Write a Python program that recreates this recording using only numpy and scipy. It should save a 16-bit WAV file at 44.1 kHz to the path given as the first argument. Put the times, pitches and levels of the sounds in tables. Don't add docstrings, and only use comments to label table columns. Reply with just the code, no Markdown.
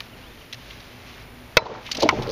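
import sys
import numpy as np
from scipy import signal
from scipy.fft import rfft, irfft
from scipy.io import wavfile
from scipy.ndimage import uniform_filter1d

SR = 44100
rng = np.random.default_rng(int(sys.argv[2]) if len(sys.argv) > 2 else 0)


def wrap_up_sound(samples):
    columns = np.atleast_2d(samples).T
    tamed = np.clip(columns, -1, 1)
    steps = np.round(tamed * 32767).astype(np.int16)
    wavfile.write(sys.argv[1], SR, steps)


def invert_db(level):
    return 10 ** (np.asarray(level, dtype=float) / 20)


N = 102135
T = np.arange(N) / SR
CHOP_S = 1.5692

# (frequency [Hz], level [dB], decay T60 [s])
PLANKS = [(297, -2, 0.029), (448.6, -2, 0.11), (600, -2.5, 0.13), (750, -7.5, 0.11), (892, 2, 0.079),
          (966, 7, 0.016)]


def unit(x):
    return x / np.sqrt(np.mean(x ** 2) + 1e-30)


def curve(rows):
    return np.interp(T, *np.array(rows).T[:2])


def colour(x, points):
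    hz, db = np.array(points).T
    f = np.fft.rfftfreq(len(x), 1 / SR) + 1e-3
    gain_db = np.interp(np.log(f), np.log(hz), db, left=-90, right=-90)
    return unit(irfft(rfft(x) * invert_db(gain_db), len(x)))


def ring(force, modes):
    out = np.zeros(len(force))
    for k, (hz, db, t60_s) in enumerate(modes):
        r = np.exp(-np.log(1000) / (max(t60_s, .003) * SR))
        w = 2 * np.pi * hz / SR
        mode = signal.lfilter([0, np.sin(w)], [1, -2 * r * np.cos(w), r * r], force)
        out += (-1) ** k * invert_db(db) * mode
    return out


def add(track, s, db, sound):
    i = int(s * SR)
    part = sound[:N - i]
    track[i:i + len(part)] += part * invert_db(db) / np.abs(sound).max()


def clicks(size, per_s, scatter_db):
    chance, sign, height = rng.random((3, size))
    return (chance < per_s / SR) * np.sign(sign - .5) * invert_db(-scatter_db * np.log(height + 1e-9))


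def fade(size, hold_s, t60_s):
    t = np.arange(size) / SR
    return np.minimum(t / .0005, 1) * invert_db(-60 * np.maximum(t - hold_s, 0) / t60_s)


def walk(rate_hz):
    k = int(SR / rate_hz)
    steps = np.repeat(rng.standard_normal(N // k + 1), k)
    return unit(uniform_filter1d(steps, k)[:N])


def blow(track, s, db, hold_s, splits, modes, crack_db, crack_t60_s, top_db):
    # (frequency [Hz], density [dB per Hz])
    crack_points = [(400, -18), (900, -5.5), (1600, -4.5), (2400, -3), (4000, -7), (6000, -10.5),
                    (7200, -23), (7600, -40)]
    # (frequency [Hz], density [dB per Hz])
    hard_points = [(8300, -27), (9600, -6), (12500, 1), (15000, 2), (15800, -20)]
    n = SR // 3
    force = clicks(n, 3000, 3.3) * fade(n, 0.002, 0.039) * 0.38
    for k, (late_s, split_db) in enumerate(splits):
        force[int(late_s * SR)] = (-1) ** k * invert_db(split_db)
    crack = colour(rng.standard_normal(n), crack_points) * fade(n, hold_s, crack_t60_s)
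    top = colour(rng.standard_normal(n), hard_points) * fade(n, 0.0013, 0.012)
    add(track, s, db, ring(force, modes))
    add(track, s, db + crack_db, crack)
    add(track, s, db + top_db, top)


def chop(track):
    # (frequency [Hz], level [dB], decay T60 [s])
    block_modes = [(1313, -8, .04), (1460, -5, .028), (1810, -14, 0.016), (2040, -0.5, 0.017),
                   (2280, -1.5, 0.022), (2590, -3, 0.017), (3815, 0, 0.0095), (4345, -4, .014),
                   (5200, -20, 0.011), (5830, -17, .012)]
    # (frequency [Hz], level [dB], decay T60 [s])
    blade_modes = [(4000, -24, .2), (5120, -33, .1)]
    # (time after contact [s], level [dB])
    chop_splits = [
        (0, 3.5),
        (.0013, -2.5),
        (.0026, -11),
        (.0062, -8),
        (.0083, -5),
        (0.011, -21),
    ]
    blow(track, CHOP_S, -2, hold_s=0.0023, splits=chop_splits, modes=block_modes + blade_modes,
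         crack_db=3, crack_t60_s=0.023, top_db=-15)


def block_and_trestle(track):
    # (frequency [Hz], level [dB], decay T60 [s])
    body_modes = [(437, 0, 0.059), (620, 3, 0.046), (290, -6, 0.028), (978, -3, 0.053), (147, -1, 0.018)]
    # (time after contact [s], level [dB])
    pushes = [
        (.0004, 5.5),
        (.0062, -1),
        (.0085, -4),
    ]
    force = np.zeros(SR // 5)
    for late_s, db in pushes:
        force[int(late_s * SR)] = invert_db(db)
    add(track, CHOP_S, -4, ring(uniform_filter1d(force, size=12, origin=-6), body_modes))


def knock(track):
    # (frequency [Hz], level [dB], decay T60 [s])
    branch_modes = [(1022, 7.5, 0.027), (1287, 5.5, 0.017), (1500, -0.5, 0.013), (1940, 4.5, 0.0099),
                    (2250, 7, 0.015), (2600, -9.5, 0.031), (2820, 0, 0.013), (3700, -4, 0.0065)]
    # (time after contact [s], level [dB])
    knock_splits = [
        (0, 6.5),
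        (.0016, 3),
        (.0034, 1.5),
        (.0052, -1),
    ]
    blow(track, 2.0895, -1, hold_s=0.00195, splits=knock_splits, modes=branch_modes,
         crack_db=-6, crack_t60_s=0.017, top_db=-34)


def bumps(track):
    # (time [s], peak level [dB], pitch [Hz])
    bump_events = [(1.591, -20.5, 960), (1.616, -29, 990), (1.623, -33, 624), (1.657, -27, 812),
                   (1.66, -32, 461), (1.681, -36, 420), (1.681, -37, 892), (1.692, -31.5, 680),
                   (1.697, -29.5, 416), (1.702, -31, 1100), (1.706, -33, 565), (1.714, -31, 910),
                   (1.717, -28, 490), (1.731, -36.5, 830), (1.739, -37, 694), (1.748, -43, 830),
                   (1.75, -29.5, 1290), (1.758, -34, 1077), (1.767, -36, 457), (1.89, -30, 1160),
                   (1.952, -34.5, 627), (1.958, -37, 242), (1.96, -45, 1183), (1.968, -37, 1310),
                   (1.969, -44, 812), (1.979, -27, 288), (1.986, -21.5, 607), (1.993, -32, 217),
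                   (2.007, -29, 567), (2.007, -51, 1183), (2.029, -16.5, 1050), (2.03, -7, 589),
                   (2.034, -11.5, 340.5), (2.051, -11.5, 310), (2.054, -17.5, 678), (2.06, -15, 667),
                   (2.08, -22.5, 262), (2.09, -25, 348), (2.11, -21, 1020), (2.12, -30, 184),
                   (2.125, -18.5, 780), (2.126, -21, 347), (2.139, -23, 340), (2.139, -19, 592),
                   (2.153, -29, 382), (2.174, -23, 612), (2.179, -25.5, 237), (2.184, -25, 375),
                   (2.195, -28, 812), (2.195, -25, 384), (2.198, -39, 198), (2.214, -27, 845),
                   (2.214, -25, 372), (2.226, -33, 785), (2.24, -28.5, 372), (2.257, -28.5, 853),
                   (2.275, -22, 420), (2.288, -20.5, 501), (2.297, -20.5, 492),
                   (1.6, -26.5, 617), (1.666, -25.5, 980), (2.021, -18, 783), (2.025, -12, 585),
                   (2.038, -13, 621), (2.067, -26, 554), (2.074, -21.5, 620), (2.13, -21, 570),
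                   (2.19, -21.5, 133), (2.268, -36, 110)]
    t = np.arange(SR // 6) / SR
    for s, db, hz in bump_events:
        push = np.sin(np.pi * np.minimum(t * hz / 1.4, 1)) * np.sin(2 * np.pi * hz * t)
        modes = [(hz, 0, min(25 / hz, .045))]
        for plank_hz, plank_db, t60_s in PLANKS:
            octaves_off = abs(np.log2(plank_hz / hz))
            modes.append((plank_hz, plank_db - 7 - 6 * octaves_off / 0.46, t60_s))
        add(track, s, db - 0.45, rng.choice([-1, 1]) * ring(push, modes))


def shudder():
    # (frequency [Hz], density [dB per Hz])
    trestle_points = [(70, 0), (450, 2), (900, -2.5), (1500, -6.5), (2600, -19.5)]
    # (time [s], level [dB])
    shudder_levels = [(1.6, -36), (1.77, -40), (1.81, -42.5), (1.93, -50.5), (1.95, -39.5), (2.05, -36.5),
                      (2.15, -38), (2.3, -33.5)]
    push = clicks(N, 1500, 2.1)
    planks = unit(ring(uniform_filter1d(push, size=10), PLANKS))
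    wood = .5 * planks + colour(push, trestle_points)
    onset = np.clip((T - CHOP_S) / 0.011, 0, 1)
    return wood * invert_db(curve(shudder_levels) - 2.5 + 1.35 * walk(60)) * onset


def landing_rumble():
    # (frequency [Hz], density [dB per Hz])
    ground_points = [(25, 5), (60, -2), (130, 2.5), (260, -5.5)]
    onset = np.clip((T - 2.03) / 0.013, 0, 1)
    return colour(rng.standard_normal(N), ground_points) * invert_db(-35) * onset


def twig_noise(size, hz, above_db):
    points = [(hz * 0.38, -36), (hz * 0.58, -10.5), (hz, 0), (6300, above_db), (7500, -36)]
    return colour(rng.standard_normal(size), points)


def ticks(track):
    # (time [s], peak level [dB], pitch [Hz], contact [s])
    tick_events = [(.005, -26.5, 1270, 0.0025), (1.864, -28.5, 2600, 0.004), (1.997, -28, 4380, 0.003),
                   (0.5267, -20.5, 2910, 0.0073), (0.543, -30, 2670, 0.0034), (0.8032, -36, 4030, 0.0021),
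                   (1.903, -45, 4500, 0.0017), (1.916, -15, 4780, 0.0028), (1.914, -15, 2950, 0.0046),
                   (1.9252, -21, 4530, 0.0033), (1.948, -19.5, 3120, 0.0069), (1.9694, -19.5, 4960, 0.005),
                   (2.0032, -17, 4000, 0.0063), (2.0228, -13, 4470, 0.0028), (2.0299, -14.5, 3670, 0.0028),
                   (2.1076, -29, 2050, 0.0031), (2.2207, -26.5, 3580, 0.016)]
    # (frequency [Hz], density [dB per Hz])
    top_points = [(7600, -8), (8500, 4.5), (9600, -6), (12500, 0.5), (15000, -12), (15700, -8)]
    n = SR // 10
    for s, db, hz, hold_s in tick_events:
        shape = fade(n, hold_s, 0.022)
        force = clicks(n, 3000, 1.05) * shape
        force[0] = 2
        modes = [(hz, 0, .012), (hz * 1.536, -5, .01), (hz * 0.723, -5, .012)]
        add(track, s, db - 8, ring(force, modes))
        add(track, s, db - 1, twig_noise(n, hz, above_db=-9) * shape)
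        add(track, s, db - 24, colour(rng.standard_normal(n), top_points) * shape)


def snaps(track):
    # (time [s], peak level [dB], pitch [Hz])
    snap_events = [(.0047, -17.5, 3700), (.0058, -27, 2370), (.0092, -37, 2460), (0.712, -30, 3250),
                   (.7165, -48, 2600), (.7252, -49, 3400), (1.0665, -42, 2250), (1.1805, -39, 2500),
                   (1.977, -28, 3820), (2.0466, -29, 3870), (2.183, -37, 2920), (2.2231, -23, 3700),
                   (2.273, -29, 4000), (2.282, -30, 3700), (2.293, -25, 4240), (2.3008, -26, 5030),
                   (2.3088, -25, 4800), (2.311, -20.5, 3620)]
    n, t60_s, spread = SR // 40, 0.007, 1.232
    for s, db, hz in snap_events:
        force = clicks(n, 1700, 1.5) * fade(n, 0, t60_s) * 0.38
        force[0] = 1
        modes = [(hz, 0, t60_s), (hz * spread, -4, t60_s), (hz / spread, -3, t60_s)]
        add(track, s, db, np.diff(ring(force, modes)))


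def scrapes(track):
    # (time [s], rms level [dB], pitch [Hz], length [s])
    scrape_events = [
        (.703, -40, 3000, .018),
        (1.173, -42, 1950, .034),
        (1.654, -46.5, 4170, .02),
        (1.857, -37, 2700, .04),
        (2.018, -30, 4300, .008),
        (2.036, -34, 4020, .024),
        (2.29, -39, 4200, .03),
    ]
    n = SR // 10
    for s, db, hz, length_s in scrape_events:
        u = np.clip(np.arange(n) / (length_s * SR), 0, 1)
        swell = np.sin(np.pi * u ** 0.5) ** 0.47
        add(track, s, db + 8.5, twig_noise(n, hz, above_db=-26) * swell)


def rustle():
    # (frequency [Hz], density [dB per Hz])
    leaf_points = [(900, -8.5), (2150, 4.5), (2800, 3.5), (4000, 0), (6300, -7), (7200, -19), (7700, -9)]
    # (time [s], level [dB])
    rustle_levels = [(0, -46), (.1, -50.5), (.4, -48.5), (.58, -48), (.64, -44), (.75, -44.5), (.86, -47),
                     (1.03, -50), (1.07, -45), (1.2, -47), (1.26, -51), (1.55, -50.5), (1.8, -47),
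                     (1.9, -41), (2.04, -35.5), (2.08, -40.5), (2.2, -42), (2.31, -44)]
    grains = clicks(N, 3200, 0.5) + 0.13 * rng.standard_normal(N)
    return colour(grains, leaf_points) * invert_db(curve(rustle_levels) - 2 + walk(24.12))


def bird():
    # (time [s], length [s], start [Hz], end [Hz], level [dB])
    bird_notes = [
        (.122, .034, 3150, 2450, -50),
        (.217, .072, 2640, 3650, -50),
        (.313, .022, 3650, 3450, -55),
        (.372, .016, 3050, 3150, -54),
        (.412, .022, 3150, 2700, -54),
        (.455, .034, 3400, 2750, -57),
        (.597, .028, 2890, 3200, -52),
        (.91, .03, 2900, 3200, -52.5),
    ]
    out = np.zeros(N)
    for s, length_s, from_hz, to_hz, db in bird_notes:
        u = np.arange(int(length_s * SR)) / (length_s * SR)
        hz = from_hz + (to_hz - from_hz) * u ** 1.25
        whistle = np.sin(2 * np.pi * np.cumsum(hz) / SR)
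        add(out, s, db + 2, np.sin(np.pi * u) ** 0.51 * whistle)
    return out * invert_db(1.5 * walk(130))


def traffic(gain_db):
    # (frequency [Hz], density [dB per Hz])
    air_points = [(30, -13), (50, 1), (130, -5.5), (300, -6), (600, -8), (2300, -16), (5500, -38),
                  (7500, -37)]
    return colour(rng.standard_normal(N), air_points) * invert_db(-47 + .6 * walk(5.45) + 0.36 * gain_db)


def engines():
    # (frequency [Hz], width [Hz], level [dB])
    drones = [(52, 13, -54), (115.3, 14.4, -52.5), (247, 13, -55)]
    out = np.zeros(N)
    for hz, width_hz, db in drones:
        out += invert_db(db) * unit(ring(rng.standard_normal(N), [(hz, 0, 2.95 / width_hz)]))
    return out


def hiss(gain_db):
    # (frequency [Hz], density [dB per Hz])
    hiss_points = [(6800, 2.5), (8100, -12), (8600, -4.5), (10200, 0.5), (14500, -0.5), (15400, -2)]
    return colour(rng.standard_normal(N), hiss_points) * invert_db(-61 + gain_db)


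def background():
    # (time [s], level [dB])
    gain_levels = [
        (1.572, 0),
        (1.582, -22),
        (1.72, -19),
        (1.84, -1),
        (2.04, -1),
        (2.06, -7),
        (2.12, -8),
        (2.21, -1),
    ]
    gain_db = curve(gain_levels)
    return traffic(gain_db) + engines() + hiss(gain_db)


def scene():
    track = background() + rustle() + shudder() + landing_rumble() + bird()
    for source in (chop, knock, block_and_trestle, ticks, snaps, scrapes, bumps):
        source(track)
    return track[None]


def roll_off(x):
    return signal.sosfilt(signal.butter(12, 16540, fs=SR, output="sos"), x)


def record(dry):
    dip = signal.butter(1, (7250, 8050), "bandstop", fs=SR, output="sos")
    heard = signal.sosfilt(dip, dry)
    return roll_off(np.clip(heard, -1, 1))


dry = scene()
out = record(dry)
wrap_up_sound(out)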